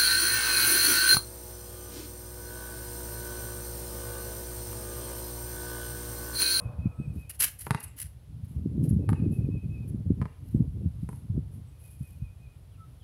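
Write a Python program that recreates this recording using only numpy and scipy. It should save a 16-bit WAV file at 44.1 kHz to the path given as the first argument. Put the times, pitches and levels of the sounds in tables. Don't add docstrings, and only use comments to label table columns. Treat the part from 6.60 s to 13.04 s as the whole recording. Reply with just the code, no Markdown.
import sys
import numpy as np
from scipy import signal
from scipy.fft import rfft, irfft, next_fast_len
from scipy.io import wavfile

SR = 44100
rng = np.random.default_rng(int(sys.argv[2]) if len(sys.argv) > 2 else 0)


def master(y):
    cut = np.clip(np.atleast_2d(y).T, -1, 1)
    pcm = np.round(cut * 32767)
    wavfile.write(sys.argv[1], SR, pcm.astype(np.int16))


N = 283861


def balls():
    # [start_s, smack_db, thump_db, grit_tick_db, early_db, echo_db]
    bounce_rows = [(1.068, -22.5, -33.5, -37, -14, -34), (1.1078, -11, -17.5, -16, -14.5, -4.5),
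                   (2.4911, -20.5, -21, -23.5, -12, -4.5), (3.6159, -25.5, -27, -43.5, -4, -2.5),
                   (4.4901, -31, -27, -31.5, -15, -7.5)]
    # [frequency_hz, level_db, t60_s]
    ball_modes = [(324.3, -13.5, 0.069), (398, -13.5, 0.093), (800, -8, 0.033), (921, -11, 0.042),
                  (1157, -16.5, 0.035), (1454, -32, 0.047), (1800, -31, 0.049), (2010, -16, 0.014),
                  (2750, -21, 0.019), (3790, -19.5, 0.021)]
    # [frequency_hz, level_db]
    smack_colour = [(100, -12), (550, 3), (1000, 16.5), (2000, 3), (3300, -9.5), (4300, -38.5),
                    (6000, -17.5), (10000, -14.5), (16000, -31)]
    # [frequency_hz, level_db]
    tick_colour = [(300, -75), (3000, -51), (6500, -2), (8800, 5.5), (10000, 15), (11500, 11.5),
                   (13500, -8), (16000, -18.5)]
    # [frequency_hz, level_db]
    scatter_colour = [(100, -29.5), (250, -4.5), (600, -1.5), (1000, -1.5), (2000, -3.5), (2900, -10.5),
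                      (4000, 0.5), (10000, -1), (15000, -13.5)]
    shell_t60_s, thump_t60_s, thump_hz = 0.028, 0.034, 136

    t = np.arange(SR // 4) / SR
    smack, tick = click(smack_colour), click(tick_colour)
    direct, thrown = np.zeros(N), np.zeros(N)
    for s, smack_db, thump_db, tick_db, early_db, echo_db in bounce_rows:
        detune = 1 + 0.039 * rng.standard_normal(len(ball_modes))
        tilt_db = 0.33 * (smack_db + 17)
        ring = np.zeros(len(t))
        for (hz, db, t60), factor in zip(ball_modes, detune):
            start_db = smack_db - 9 + db + tilt_db * np.log2(hz / 1000)
            ring += amp(start_db - 60 * t / t60) * np.sin(2 * np.pi * hz * factor * t)

        shell, grit = rng.standard_normal((2, len(t)))
        ring += through(shell * amp(smack_db - 14 - 60 * t / shell_t60_s), smack)

        grit_decay = np.exp(-t / 0.0012) + 0.13 * np.exp(-t / 0.0091)
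        ring += amp(tick_db - 13) * through(grit * grit_decay, tick)

        swell = 1 - np.exp(-t / 0.0015)
        thump = amp(thump_db + 9 - 60 * t / thump_t60_s) * np.sin(2 * np.pi * thump_hz * t)
        ring += swell * thump

        contact = t / (0.00006 * amp(-0.6 * (smack_db + 8.5)))
        hit = -amp(smack_db - 3.5) * contact * np.exp(1 - contact)
        add(hit, 0, -amp(smack_db + 0.5) * smack)
        add(hit, 0.0003, ring)

        add(direct, s, hit)
        add(direct, s + rng.uniform(0.0085, 0.009), amp(early_db) * hit)
        add(thrown, s, amp(echo_db) * hit)

    high_pass = signal.butter(2, 70, "high", fs=SR, output="sos")
    both = signal.sosfilt(high_pass, direct + slap(thrown))
    scattered = through(both, click(scatter_colour))
    return both + amp(-12) * surroundings(scattered, t60=0.35, treble_t60=0.42, build_s=0.016)


def sneakers():
    # [start_s, length_s, level_db, heavy_db]
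    scuff_rows = [(-.02, 0.039, -58.5, -18), (.522, .075, -65, 2), (0.691, .02, -39, -0.5),
                  (.742, 0.015, -53, 2), (0.786, 0.064, -25, 3.5), (0.981, 0.043, -42, -2.5),
                  (1.023, 0.049, -51.5, -1), (1.199, 0.009, -39.5, -3.5), (1.226, 0.019, -37, -10),
                  (1.358, 0.045, -50, 6), (1.391, .039, -38, -3.5), (1.844, .006, -63.5, 3.5),
                  (1.869, 0.058, -68, 0), (2.226, 0.025, -54.5, -0.5), (2.286, 0.019, -46, -15),
                  (2.5, 0.006, -54, 0), (2.703, 0.051, -58, -7), (3.275, 0.018, -56.5, -7),
                  (3.81, .11, -71.5, 5.5), (4.404, 0.031, -66, -4), (4.492, 0.082, -62, -10),
                  (4.907, 0.051, -65.5, -10), (5.17, 0.11, -60.5, -4), (5.29, 0.042, -66.5, -4),
                  (5.367, 0.14, -66.5, 1)]
    # [frequency_hz, level_db]
    sand_colour = [(500, -23), (4000, -25.5), (8000, -12), (9000, -7), (9900, 5), (11200, 4), (12400, -6.5),
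                   (13800, -16.5), (15500, -22)]
    # [frequency_hz, level_db]
    scrape_colour = [(150, -18.5), (800, -17), (1300, -7), (1800, 0.5), (2300, -3), (3050, 1),
                     (3550, -10.5), (4300, -3), (7000, -6.5), (10000, 2.5), (12400, 5.5), (14000, 1.5),
                     (16000, -8)]
    rise_share, trail_share = 0.27, 0.61
    stop_s = 0.0036
    planted_db, light_db = -48, -59.5
    cracks_per_s = 16000

    t = np.arange(N) / SR
    light, heavy = np.zeros(N), np.zeros(N)
    for s, length, db, heavy_db in scuff_rows:
        lightness = np.clip((planted_db - db) / (planted_db - light_db), 0, 1)
        fade = stop_s + trail_share * length * lightness
        stroke = amp(db) * envelope(s, length, rise_share * length, fade)
        weight = np.clip((t - s) / (0.62 * length), 0, 1)
        light += stroke
        heavy += stroke * amp(heavy_db) * weight

    cracks = rng.standard_normal((2, N)) * (rng.random((2, N)) < cracks_per_s / SR)
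    cracks *= amp(1.8 * np.minimum(rng.exponential(1, (2, N)), 4))
    sand = through(light * unit(cracks[0]), click(sand_colour))
    scrape = through(heavy * unit(cracks[1]), click(scrape_colour))
    catch = amp(2.3 * drift(180))
    dry = catch * amp(-3) * (sand + scrape)
    tail = surroundings(dry, t60=0.33, treble_t60=0.25, build_s=0.0065)
    return dry + amp(-13.5) * slap(dry) + amp(-12.5) * tail


def fence(x, t60=0.45, rattle_db=3):
    # [centre_hz, width_hz, level_db]
    wire_bands = [(1950, 343, -31), (2450, 250, -23), (2860, 140, -16)]
    t = np.arange(SR // 2) / SR
    hz = np.fft.rfftfreq(len(t), 1 / SR)
    bands = sum(amp(db) * np.exp(-((hz - centre) / width) ** 2) for centre, width, db in wire_bands)
    rattle = amp(rattle_db * drift(40)[:len(t)])
    build_up = 1 - np.exp(-t / 0.037)
    shiver = rattle * rng.standard_normal(len(t)) * amp(-60 * t / t60) * build_up
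    response = irfft(rfft(shiver / np.linalg.norm(shiver)) * bands, len(t))
    return through(x, response)


def wind(count=1200, eddy_hz=92, size_spread_db=4.0):
    # [frequency_hz, level_db]
    breeze_colour = [(20, -25.5), (40, -29), (60, 1), (95, 4.5), (135, 0.5), (200, -16.5), (300, -15.5),
                     (500, -55), (1000, -47.5), (3000, -99)]
    # [frequency_hz, level_db]
    gust_colour = [(100, -7.5), (250, 2), (400, -2), (600, -15), (800, -28), (1200, -55), (3000, -64)]
    # [centre_s, level_db, frequency_hz]
    buffet_rows = [(.191, -22.5, 93), (0.259, -13, 133.6), (0.401, -23, 173), (.503, -25, 94),
                   (.562, -30, 180), (2.061, -17.5, 189), (2.231, -17.5, 169), (2.311, -14, 129),
                   (2.522, -14.5, 148), (2.625, -16, 140), (2.666, -15.5, 170), (2.846, -19.5, 115),
                   (2.89, -20.5, 217), (3.347, -21, 161), (3.478, -24.5, 104), (3.506, -10.5, 176),
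                   (3.949, -13, 162.3), (4.007, -12.5, 140), (4.079, -21.5, 98), (4.261, -16, 111.6),
                   (4.433, -22.5, 136.6), (4.702, -19.5, 97), (4.779, -18.5, 181), (5.411, -25.5, 118.3),
                   (5.624, -22.5, 91)]
    half_s = 1 / 20

    level_db = wind_strength()
    out = noise(breeze_colour) * amp(level_db - 2.5 + 2.6 * drift(21))

    fine_db = -46.5 + 2.02 * (np.minimum(level_db, -30) + 31.5)
    out += noise(gust_colour) * amp(fine_db + 6.1 * np.tanh(drift(29)))

    lumps_db = 2.2 * np.tanh(drift(10)) - 0.6
    for place, turn, size, speed in rng.random((count, 4)):
        s = place * N / SR
        db = level_db[int(place * N)] + lumps_db[int(place * N)]
        hz = eddy_hz * np.exp(0.027 * (db + 42) + 0.4 * (speed - 0.5))
        gain = amp(db - 0.5 - size_spread_db * np.log(size + 0.049))
        add(out, s - half_s, gain * eddy(hz, turn, sharpness=3.62))

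    turns = rng.random((len(buffet_rows), 2))
    for (s, db, hz), (turn, wake_turn) in zip(buffet_rows, turns):
        sharpness = max(5 - 0.067 * (db + 26.5), 1.5)
        add(out, s - half_s, amp(db + 1.45) * eddy(hz, turn, sharpness))
        wake = eddy(0.7 * hz, wake_turn, sharpness=3.45)
        add(out, s + 0.01138 - half_s, amp(db - 3.5) * wake)
    high_pass = signal.butter(4, 50, "high", fs=SR, output="sos")
    return signal.sosfilt(high_pass, out)


def wind_strength():
    # [start_s, length_s, level_db]
    gust_rows = [(0, 0.29, -40), (0.351, 0.24, -39), (1.665, .27, -43.5), (1.921, 0.23, -35.5),
                 (2.121, 0.6, -28.5), (2.738, 0.23, -33), (3, 0.413, -36), (3.428, 0.2, -33.5),
                 (3.793, 1.203, -42), (3.922, 0.12, -28), (4.114, .15, -35.5), (4.709, 0.1, -33.5),
                 (5.36, 0.27, -48)]
    calm_db, rise_s, fall_s = -50.5, 0.037, 0.021
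    arch_db = -2
    t = np.arange(N) / SR
    power = amp(calm_db) ** 2
    for s, length, db in gust_rows:
        arch = np.sin(np.pi * np.clip((t - s) / length, 0, 1)) - 0.5
        power = power + (amp(db + arch_db * arch) * envelope(s, length, rise_s, fall_s)) ** 2
    return 10 * np.log10(power)


def eddy(hz, turn, sharpness):
    t = np.arange(-SR // 20, SR // 20) / SR
    angle = np.arctan(2 * np.pi * hz * t / sharpness)
    return np.cos(2 * np.pi * turn + (sharpness + 1) * angle) * np.cos(angle) ** (sharpness + 1)


def birds(count=4):
    # [first_whistle_s, pitch_hz, level_db]
    phrase_rows = [(0.051, 2558, -54.5), (2.574, 2578, -54), (5.271, 2524, -61.5)]
    # [offset_s, pitch_factor, level_db]
    whistle_shape = [(-.062, .983, -17), (-.035, .994, -7.5), (0, 1, -1), (.022, .966, -3.5),
                     (.044, .915, -18)]
    # [start_s, length_s, first_hz, last_hz, level_db]
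    chirp_rows = [(0.212, 0.3, 1297, 1285, -64), (.25, 0.37, 8130, 8400, -73.5),
                  (1.233, 0.092, 9300, 6750, -63), (3.924, 0.084, 8000, 8130, -72),
                  (5.05, 0.091, 8000, 8160, -70), (6.083, .12, 3950, 1800, -71),
                  (6.163, 0.12, 1340, 1275, -55), (6.389, .075, 3660, 2470, -60.5)]
    every_s, sag_hz_per_s = 0.192, 25
    lead_s, lead_db = 0.125, -12.5
    echo_s, echo_db = 0.066, -5.5

    song = np.zeros(N)
    notes = [(-lead_s, lead_db)] + [(k * every_s, 0) for k in range(count)]
    for start, pitch_hz, db in phrase_rows:
        for after, accent_db in notes:
            hz = pitch_hz - sag_hz_per_s * after
            rows = [(at, hz * factor, level) for at, factor, level in whistle_shape]
            note = amp(db + accent_db) * whistle(rows)
            onset = start + after + whistle_shape[0][0]
            add(song, onset, note)
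            add(song, onset + echo_s, amp(echo_db) * note)
    for s, length, first_hz, last_hz, db in chirp_rows:
        add(song, s, amp(db) * chirp(length, first_hz, last_hz))
    dry = song * (1 + 0.29 * drift(69.06))
    return amp(-1) * dry + amp(-8) * surroundings(dry, t60=0.26, treble_t60=0.265, build_s=0.0047)


def whistle(rows):
    s, hz, db = np.transpose(rows)
    t = np.arange(s[0], s[-1], 1 / SR)
    tone = np.sin(2 * np.pi * np.cumsum(np.interp(t, s, hz)) / SR)
    return amp(np.interp(t, s, db)) * tone * signal.windows.tukey(len(t), 0.2)


def chirp(length, first_hz, last_hz):
    hz = np.linspace(first_hz, last_hz, round(length * SR))
    return np.hanning(len(hz)) * np.sin(2 * np.pi * np.cumsum(hz) / SR)


def hoop():
    # [frequency_hz, level_db, t60_s]
    hoop_modes = [(483.5, -56.5, 2.14), (587, -56.5, 1.624), (706, -68, 0.873), (1040, -60, 0.78),
                  (1098, -61.5, 1.13), (1226, -63.5, 0.92)]
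    # [frequency_hz, level_db]
    clatter_colour = [(200, -23.5), (520, 5.5), (1000, -3.5), (1450, -7), (2000, -22), (4000, -33),
                      (9000, -58.5)]
    t = np.arange(N) / SR
    ring = np.zeros(N)
    for hz, db, t60 in hoop_modes:
        ring += amp(db - 60 * t / t60) * np.sin(2 * np.pi * (hz * t + rng.random()))
    clatter = noise(clatter_colour) * amp(-52.5 - 60 * t / 2)
    return amp(-2) * ring * amp(4.7 * drift(15.7)) + clatter


def air():
    # [frequency_hz, level_db]
    air_colour = [(180, -20), (300, -5.5), (391, -2.5), (453, -2.5), (835, -8), (953, -9.5), (1030, -10.5),
                  (1350, -12.5), (1700, -16), (3340, -15.5), (7020, -24), (9140, -20.5), (10100, -14.5),
                  (15500, -28)]
    return noise(air_colour) * amp(-67 + 0.5 * drift(3.6))


def slap(x):
    echo = np.zeros(N)
    add(echo, 0.0397, signal.lfilter([0.6], [1, -0.4], x))
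    return echo


def surroundings(x, t60, treble_t60, build_s):
    hz, t, z = signal.stft(rng.standard_normal(SR), SR, nperseg=256)
    decay_s = read([(1500, t60), (11000, treble_t60)], hz)[:, None]
    shaped = z * amp(-60 * t / decay_s) * (1 - np.exp(-t / build_s))
    tail = signal.istft(shaped, SR, nperseg=256)[1]
    return through(x, tail / np.linalg.norm(tail))


def envelope(s, length, rise, fade):
    t = np.arange(N) / SR - s
    return np.clip(t / rise, 0, 1) ** 2 * np.exp(-np.clip((t - length) / fade, 0, 20))


def noise(points):
    size = next_fast_len(N, True)
    gain = amp(read(points, np.fft.rfftfreq(size, 1 / SR)))
    return unit(irfft(rfft(rng.standard_normal(size)) * gain, size)[:N])


def click(points, size=4096):
    log_gain = np.log(amp(read(points, abs(np.fft.fftfreq(size, 1 / SR)))))
    spectrum = np.exp(np.conj(signal.hilbert(log_gain)))
    pulse = np.fft.ifft(spectrum).real[:size // 2]
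    return pulse / np.linalg.norm(pulse)


def drift(rate_hz, order=64):
    size = next_fast_len(N // order + 2, True)
    low_pass = np.exp(-(np.fft.rfftfreq(size, order / SR) / rate_hz) ** 2)
    slow = irfft(rfft(rng.standard_normal(size)) * low_pass, size)
    return unit(np.interp(np.arange(N) / order, np.arange(size), slow))


def through(x, response):
    return signal.oaconvolve(x, response)[:len(x)]


def read(points, hz):
    f, value = np.transpose(points)
    return np.interp(np.log(hz + 1), np.log(f + 1), value)


def add(mix, s, sound):
    start = round(s * SR)
    sound = sound[max(-start, 0):]
    part = mix[max(start, 0):][:len(sound)]
    part += sound[:len(part)]


def amp(db):
    return 10 ** (np.asarray(db) / 20)


def unit(x):
    return x / np.sqrt(np.mean(x ** 2) + 1e-20)


def scene():
    bounces, scuffs = balls(), sneakers()
    mesh = fence(amp(15.5) * bounces + amp(-7.5) * scuffs)
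    return (bounces + scuffs + mesh + wind() + birds() + hoop() + air())[None]


def record(dry):
    edge_hz = 15800
    low_pass = signal.firwin(511, edge_hz, window=("kaiser", 9), fs=SR)
    return signal.oaconvolve(dry, low_pass[None], "same")


dry = scene()
out = record(dry)
master(out)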